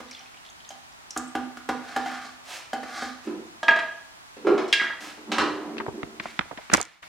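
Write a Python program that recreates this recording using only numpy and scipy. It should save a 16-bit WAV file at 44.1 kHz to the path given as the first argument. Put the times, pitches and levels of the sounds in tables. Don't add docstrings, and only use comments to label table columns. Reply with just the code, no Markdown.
import sys
import numpy as np
from scipy import signal
from scipy.fft import rfft, irfft
from scipy.io import wavfile
from scipy.ndimage import uniform_filter1d

SR = 44100
rng = np.random.default_rng(int(sys.argv[2]) if len(sys.argv) > 2 else 0)


def dump_mix(stems):
    frames = np.atleast_2d(stems).T
    limited = np.clip(frames, -1, 1)
    pcm = np.round(limited * 32767).astype(np.int16)
    wavfile.write(sys.argv[1], SR, pcm)


N = 312220
T = np.arange(N) / SR

# t/s, peak level/dB, then air column, wall modes, high modes, clatter level/dB
KNOCKS = [(0.002, -27, 7, -3.5, 9, -1.5), (0.199, -39.5, -16, 8, 17, -12),
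          (0.705, -26.5, -6.5, 9.5, 24, -10.5), (1.163, -16, 3.5, -4.5, 2, -10.5),
          (1.351, -11, 3, 1, 5.5, -9.5), (1.57, -24.5, -2.5, -13.5, 10, -10.5),
          (1.689, -8.5, -4, -5, 1, -7), (1.962, -11.5, -6, 0.5, 8, -8.5), (2.059, -18, 4, 10.5, 18, -14),
          (2.731, -12.5, 0.5, 8, 13.5, -6.5), (2.83, -23, 2, -12, 1, 4), (3.022, -19, -1, -8, -4, -13)]
# f/Hz, level/dB, t60/s
PAIL = [(66.7, -9, 0.19), (173, -22, 0.16), (238, -10, 0.19), (251.76, -2.5, 0.58), (315.5, -12, 0.2),
        (440, -13.5, 0.1), (737, -2.5, 0.073), (783, 2.5, 0.094), (1192, -1.5, 0.035), (1210, 1, 0.051),
        (1445, -3, 0.065), (1494, 3.5, 0.017), (1667, -2.5, 0.044), (2053, -8, 0.014), (2400, -35, 0.018),
        (3132, -11.5, 0.018)]


def undb(db):
    return 10 ** (np.asarray(db) / 20)


def level(x, db=0):
    return x * undb(db) / np.sqrt(np.mean(x ** 2))


def fade(t60, seconds):
    t = np.arange(int(seconds * SR)) / SR
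    return t, np.exp(-np.log(1000) * t / t60)


def on_hz(table, hz):
    points = np.array(table)
    return np.interp(np.log(hz), np.log(points[:, 0]), points[:, 1])


def add(out, s, x, db):
    i = int(s * SR)
    x = x[:N - i]
    out[..., i:i + len(x)] += np.multiply.outer(undb(db), x / np.abs(x).max())


def colour(x, table):
    hz = np.maximum(np.fft.rfftfreq(x.shape[-1], 1 / SR), 1)
    return irfft(rfft(x) * undb(on_hz(table, hz)), x.shape[-1])


def band(x, hz, width):
    return signal.lfilter(*signal.iirpeak(hz, hz / width, fs=SR), x)


def walk(rate):
    k = int(SR / rate)
    return uniform_filter1d(np.repeat(rng.standard_normal(N // k + 1), k), k)[:N]


def pair(size, likeness):
    hz, c = np.transpose(likeness)
    c = np.clip(c, -1 / 2, .98)
    mid = colour(rng.standard_normal(size), np.c_[hz, 10 * np.log10(1 + c)])
    side = colour(rng.standard_normal(size), np.c_[hz, 10 * np.log10(1 - c)])
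    return np.array([mid + side, mid - side])


def strokes(rows, fall_db_s):
    s, rise, hold, *db = np.transpose(rows)[:, :, None]
    since = T - s
    climb_db = 18 * np.minimum(since / rise - 1, 0)
    shape_db = climb_db - fall_db_s * np.maximum(since - rise - hold, 0)
    shape = undb(np.maximum(shape_db, -120)) * (since > 0)
    return [np.sum(shape * gain, axis=0) for gain in undb(np.cumsum(db, axis=0))]


def rubbing(gains, spectrum, split_hz, rough_db):
    grit = colour(rng.standard_normal(N) * undb(rough_db * walk(90)), spectrum)
    low = signal.sosfilt(signal.butter(2, split_hz, fs=SR, output="sos"), grit)
    return level(low) * gains[0] + level(grit - low) * gains[1]


def blows(events, modes, place_hz, clatter, clatter_t60, contact_s):
    out, (hz, db, t60) = np.zeros(N), np.transpose(modes)[:, :, None]
    for s, peak_db, low_db, mid_db, high_db, clatter_db in events:
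        t, decay = fade(t60, .4)
        place = sorted(zip(place_hz, (low_db, mid_db, high_db, 0)))
        place_db = on_hz(place, hz) + 1.5 * rng.standard_normal(hz.shape)
        sines = np.sin(2 * np.pi * (hz * t + rng.random(hz.shape)))
        ring = np.sum(undb(db + place_db) * decay * sines, axis=0)
        noise = colour(colour(rng.standard_normal(len(t)), clatter), place)
        burst = level(noise, clatter_db) * fade(clatter_t60, .4)[1]
        push = 1 - np.exp(-t / contact_s)
        add(out, s, push * (ring / np.abs(ring).max() + burst), peak_db)
    return out


def steady_hiss():
    spectrum = [(15, -47), (25, -13), (64, -8.5), (285, -11), (394, -13), (516, -15.5), (677, -7),
                (818, -5.5), (1330, -7.5), (1480, -8.5), (1650, -9), (5280, -17.5), (16000, -25)]
    likeness = [(40, -0.6), (100, -2.1), (300, -1.27), (1500, -1.87), (5000, -0.44), (12000, -0.24)]
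    return level(colour(pair(N, likeness), spectrum), -45.5) * undb([[-.4], [.4]])


def hall(x):
    decay_times = [(60, 1), (250, 0.54), (700, 0.58), (2000, 0.53), (5000, 0.43), (12000, 0.21)]
    likeness = [(40, -.1), (80, -0.79), (160, 0.71), (350, 0.8), (700, 0.69), (2000, 0.85), (4000, 0.71),
                (12000, -0.14)]
    noise = pair(SR, likeness)
    centres_hz = 30 * 2 ** np.arange(0, 9.2, 1 / 2)
    tail = sum(band(noise, hz, hz / 3) * fade(on_hz(decay_times, hz), 1)[1] for hz in centres_hz)
    tail *= 1 - fade(0.024, 1)[1]
    return signal.fftconvolve(x[None], tail / np.sqrt(np.sum(tail[0] ** 2)), axes=1)[:, :N]


def rumble():
    # start t/s, rise/s, hold/s, level/dB, hollow boom level/dB above that
    shifts = [(3.25, 0.035, 0.051, -34.5, -6.5), (4.36, 0.013, 0.046, -49, -11),
              (4.44, 0.029, 0.076, -29, 5.5), (5.0, 0.016, 0.063, -45.5, -11),
              (5.25, 0.052, 0.061, -36, -6), (5.42, 0.044, 0.15, -38, -1), (5.62, .04, 0.18, -40.5, -1),
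              (5.92, 0.021, 0.043, -40, 1), (6.06, 0.017, 0.053, -50.5, -4), (6.18, .02, 0.084, -53, -9)]
    resonances = [(225, 57, 0), (299, 61, -1.5), (590, 780, -4)]  # f/Hz, width/Hz, level/dB

    def tone(hz, width):
        return level(band(band(rng.standard_normal(N), hz, width), hz, width))

    tones = sum(undb(db + 2.6 * walk(15)) * tone(hz, width) for hz, width, db in resonances)
    shake, hollow = strokes(shifts, fall_db_s=184)
    return level(tones) * shake + tone(380.6, 68) * hollow


def thuds():
    hits = [(3.272, -19.5, 12, 6), (4.368, -29.5, 6, 11.5), (4.448, -14, 23, 5.5), (4.469, -3.5, 6.5, 2),
            (4.52, -13.5, 11.5, -3), (4.578, -12.5, -9, 10), (4.679, -29.5, -24, 30.5), (5.178, -32, 16, 5),
            (5.317, -8.5, -5, 18), (5.382, -4.5, -8.5, 12), (5.419, -11.5, 11, -6)]
    spectrum = [(35, -70), (60, 2), (144, -46.5), (295, -5.5), (340, -10), (381, 0.5), (430, -10),
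                (679, -9.5), (938, -10.5), (1180, -10), (4730, -37.5), (15000, -60.5)]
    out, (t, decay) = np.zeros(N), fade(0.076, 1 / 2)
    push = 1 - np.exp(-t / 0.00068)
    for s, peak_db, bass_db, treble_db in hits:
        tilt = [(120, 0), (300, bass_db), (420, bass_db), (650, 0), (1200, 0.0037), (5000, treble_db)]
        burst = colour(colour(rng.standard_normal(len(t)), spectrum), tilt)
        add(out, s, burst * decay * push, peak_db)
    return out


def scuffs():
    slides = [(2.44, 0.065, 0.057, -42, 4), (3.21, 0.028, 0.044, -54.5, 3.5), (5.0, 0.01, 0.065, -43.5, 2)]
    spectrum = [(120, -60), (200, -19), (267, -8), (459, -6.5), (748, 6.5), (864, 0.5), (2170, -0.5),
                (7420, -17), (15000, -25)]
    return rubbing(strokes(slides, fall_db_s=196), spectrum, split_hz=7700, rough_db=1.6)


def click(hz, t60, width, rise_s):
    t, decay = fade(t60, .1)
    both, own = rng.standard_normal((2, len(t)))
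    shake = both + 0.66 * own * np.array([[1], [-1]])
    for _ in range(3):
        shake = band(shake, hz, width)
    shake = shake * decay * (1 - np.exp(-t / rise_s))
    return np.roll(shake[0], 3), shake[1]


def camera():
    # t/s, peak level/dB, centre f/Hz, t60/s, left minus right level/dB, thump level/dB
    grips = [(5.768, -29, 1320, 0.021, 9, -10), (5.781, -20, 2150, 0.04, -3, -7),
             (5.8, -16, 1070, 0.068, 0, -12), (5.864, -17, 850, 0.022, 0, -15),
             (5.881, -24, 680, 0.076, 1, 6), (6.031, -19, 1480, 0.018, -4, -4),
             (6.198, -15.5, 1530, 0.034, 0, -13), (6.256, -17, 836, 0.028, 2, -15),
             (6.391, -5.5, 1400, 0.014, -3, -12.5), (6.409, -20, 1230, 0.036, 0, -24),
             (6.454, -36, 700, 0.021, 0, -10), (6.511, -23, 790, 0.041, -6.5, -9),
             (6.527, -31.5, 590, 0.028, -10, -7), (6.574, -26.5, 1660, 0.049, 1, -8),
             (6.585, -27.5, 610, 0.057, 2, -23), (6.699, -16.5, 1500, 0.015, -2, -13),
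             (6.716, -17, 1420, 0.055, 0, -9), (6.731, -7.5, 710, 0.019, -1, -4.5),
             (6.7374, 0, 1430, 0.021, -3, -13.5), (6.7456, -3, 990, 0.03, -5, -14),
             (6.778, -17, 990, 0.041, -4, -7), (6.799, -20.5, 756, 0.06, -5, -13),
             (7.028, -30, 1590, 0.061, 0, -42)]
    ticks = [(6.7362, 1, -7), (6.7401, -1.5, 3), (6.7479, -10.5, 13.5), (6.771, -13, -2), (6.8037, -22, -6),
             (6.8136, -6.5, -3), (6.8284, -16.5, -11), (6.8526, -23, 0)]
    slides = [(6.2, 0.028, 0.097, -43, -4), (6.4, .02, 0.031, -53, -20), (6.57, 0.021, 0.06, -49.5, -12),
              (6.71, 0.028, 0.0068, -29, -2), (6.78, 0.037, 0.15, -45, -23),
              (7.025, 0.0071, 0.033, -52, -8)]
    spectrum = [(120, -32), (200, -23), (521, -40), (613, -10.5), (998, -6.5), (1570, -3), (2290, 1),
                (2550, -5.5), (3470, -6.5), (15000, -27)]
    out = np.zeros((2, N))
    for s, peak_db, hz, t60, pan_db, thump_db in grips:
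        knock = click(hz, t60, 1.4 * hz, 0.00055)
        thump = click(247, 0.044, 414, 0.0009)
        jolt = click(61, 0.18, 90, 0.0031)
        for ear, sign in enumerate((1, -1)):
            add(out[ear], s, knock[ear], peak_db + sign * pan_db / 2)
            add(out[ear], s, thump[ear], peak_db + thump_db)
            add(out[ear], s, sign * jolt[ear], peak_db + thump_db - 20.5)
    for s, peak_db, pan_db in ticks:
        for ear, tick in enumerate(click(6830, 0.0055, 5300, 0.00019)):
            add(out[ear], s, tick, peak_db + (1 / 2 - ear) * pan_db)
    rustle = rubbing(strokes(slides, fall_db_s=204), spectrum, split_hz=6100, rough_db=2.3)
    return out + rustle * undb([[-1.2], [1.2]])


def bubble(hz, t60, glide):
    t, decay = fade(t60, .06)
    return decay * np.sin(2 * np.pi * hz * t * (1 + glide * t / t60))


def liquid():
    drops = [(0.0857, -40, 3660), (0.111, -31.5, 5700), (0.129, -36, 4200), (0.1481, -32, 3370),
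             (0.208, -37, 2980), (0.2588, -36.5, 2440), (0.343, -39.5, 2390), (0.3716, -40, 2930),
             (0.4506, -38, 3220), (0.463, -36.5, 3690), (0.489, -37, 3380), (0.5, -37.5, 6400),
             (0.604, -39, 3110), (0.648, -37, 3780), (0.6903, -27, 6430), (0.9234, -44, 5240),
             (1.1069, -21, 5770), (1.1745, -16, 7300), (1.2794, -36, 8200), (3.465, -43, 6580)]
    swirl = [(0.02, 0.078, 0.038, -48), (0.42, .04, .03, -69), (0.56, 0.091, .03, -61)]
    out, fizz = np.zeros(N), np.zeros(N)
    drop_t60 = .036
    for s, peak_db, hz in drops:
        noise = band(rng.standard_normal(int(.06 * SR)), hz, 0.13 * hz)
        splat = level(band(noise, hz, 3.0 * hz)) * fade(drop_t60, .06)[1]
        ring = undb(-12 * np.log2(hz / 3000)) * bubble(hz, drop_t60, 0.125)
        add(out, s, ring + undb(-0.5) * splat, peak_db)
    for when, pitch, size in rng.random((500, 3)):
        add(fizz, .8 * when, bubble(1700 * 3.5 ** pitch, 0.022, 0.19), -5 * np.log(size + 0.0079))
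    return out + fizz / np.std(fizz[:SR]) * strokes(swirl, fall_db_s=100)[0]


def drag():
    # start t/s, rise/s, hold/s, level/dB, grit hiss level/dB above that
    drags = [(1.74, 0.15, .1, -41.5, -19), (1.97, .1, 0.098, -36.5, -27), (2.2, .03, 0.043, -44, -10),
             (2.78, 0.11, 0.099, -39.5, -14), (2.92, 0.028, 0.11, -36, -9.5)]
    slips = rng.standard_normal(N) * undb(2.5 * walk(80))
    body = sum(undb(db) * level(band(slips, hz, 3.8 / t60)) for hz, db, t60 in PAIL)
    grit = band(band(slips, 3960, 1800), 3200, 5000)
    chatter = [(s, .004, .01, peak_db - 28, -22) for s, peak_db, *_ in KNOCKS]
    shake, grit_gain = np.add(strokes(drags, fall_db_s=214), strokes(chatter, fall_db_s=390))
    return level(body) * shake + level(grit) * grit_gain


def knocks():
    places = (250, 800, 3200, 1400)
    clatter = [(150, -11), (700, 6.5), (1600, -4.0), (3000, -18.5), (12000, -31)]  # f/Hz, level/dB
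    return blows(KNOCKS, PAIL, places, clatter, clatter_t60=0.049, contact_s=0.0015)


def wood_on_floor():
    # t/s, peak level/dB, then low, middle, high modes, clatter level/dB
    impacts = [(3.630, -13, 3, 1, 7.5, -10), (3.682, -0.5, -6, 8, -3, -12.5),
               (3.709, -13, 10.5, 8, 12.5, -14.5), (3.761, -17, 2, 0, 7.5, -7),
               (3.789, -16.5, -3, 8, 9, -7), (4.727, -2.1, -23, 10, 12.5, -4.5),
               (4.797, -10.5, -21, 25, -13, -6), (4.815, -15, -18, -25, -11.5, 2),
               (4.839, -21, -9.5, -8, -3, 0), (4.868, -17.5, -15, 27, -3, -26),
               (4.900, -24, -16.5, -13, -20, -4)]
    modes = [(644.6, 0.5, 0.23), (679.7, -1, 0.57), (935, 1, 0.12), (1233, 3.5, 0.056), (1492, -17, 0.28),
             (1636, 6, 0.14), (1676, 2, 0.13), (1940, -8.5, 0.072), (2230, -31, 0.18), (2200, -34, 0.07),
             (2750, -17, 0.035), (2870, -14, 0.051), (3223, -14, 0.12), (3264, -6.5, 0.095),
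             (3970, -26.5, 0.081), (4160, -25.5, .05), (4800, -25.5, 0.045)]
    places = (700, 1970, 3300, 1660)
    clatter = [(130, -25), (250, 4.0), (800, -1.0), (2500, -6), (5000, -17), (12000, -35.5)]  # f/Hz, level/dB
    return blows(impacts, modes, places, clatter, clatter_t60=0.071, contact_s=0.00019)


def scene():
    low, far = rumble(), thuds()
    floor = wood_on_floor() + scuffs()
    hands = camera()
    wet, pail = liquid(), knocks() + drag()
    send = undb(-4.5) * pail + undb(-8.0) * wet + undb(-4.5) * floor
    send += undb(-1.83) * far + undb(-4) * low + undb(-20.0) * hands.mean(axis=0)
    direct = (pail + wet) * undb([[-.5], [.5]]) + floor * undb([[-.7], [.7]])
    direct += far * undb([[-4], [-3]]) + low * undb([[-.6], [.6]])
    air = direct + hall(send) * undb([[-.6], [.6]])
    air = signal.sosfilt(signal.butter(2, 194, "high", fs=SR, output="sos"), air)
    return air + hands + steady_hiss()


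def record(dry):
    dip = [(6.80, 0), (6.87, -7), (6.95, -11), (7.02, -15), (7.027, 0)]
    capsule = [(7000, -2), (11000, -6.5), (15000, -11.5)]
    x = colour(dry * undb(np.interp(T, *np.transpose(dip))), capsule)
    rounded = np.tanh(0.77 * x) / 0.79
    return signal.sosfilt(signal.ellip(10, .2, 60, 16250, fs=SR, output="sos"), rounded)


dry = scene()
out = record(dry)
dump_mix(out)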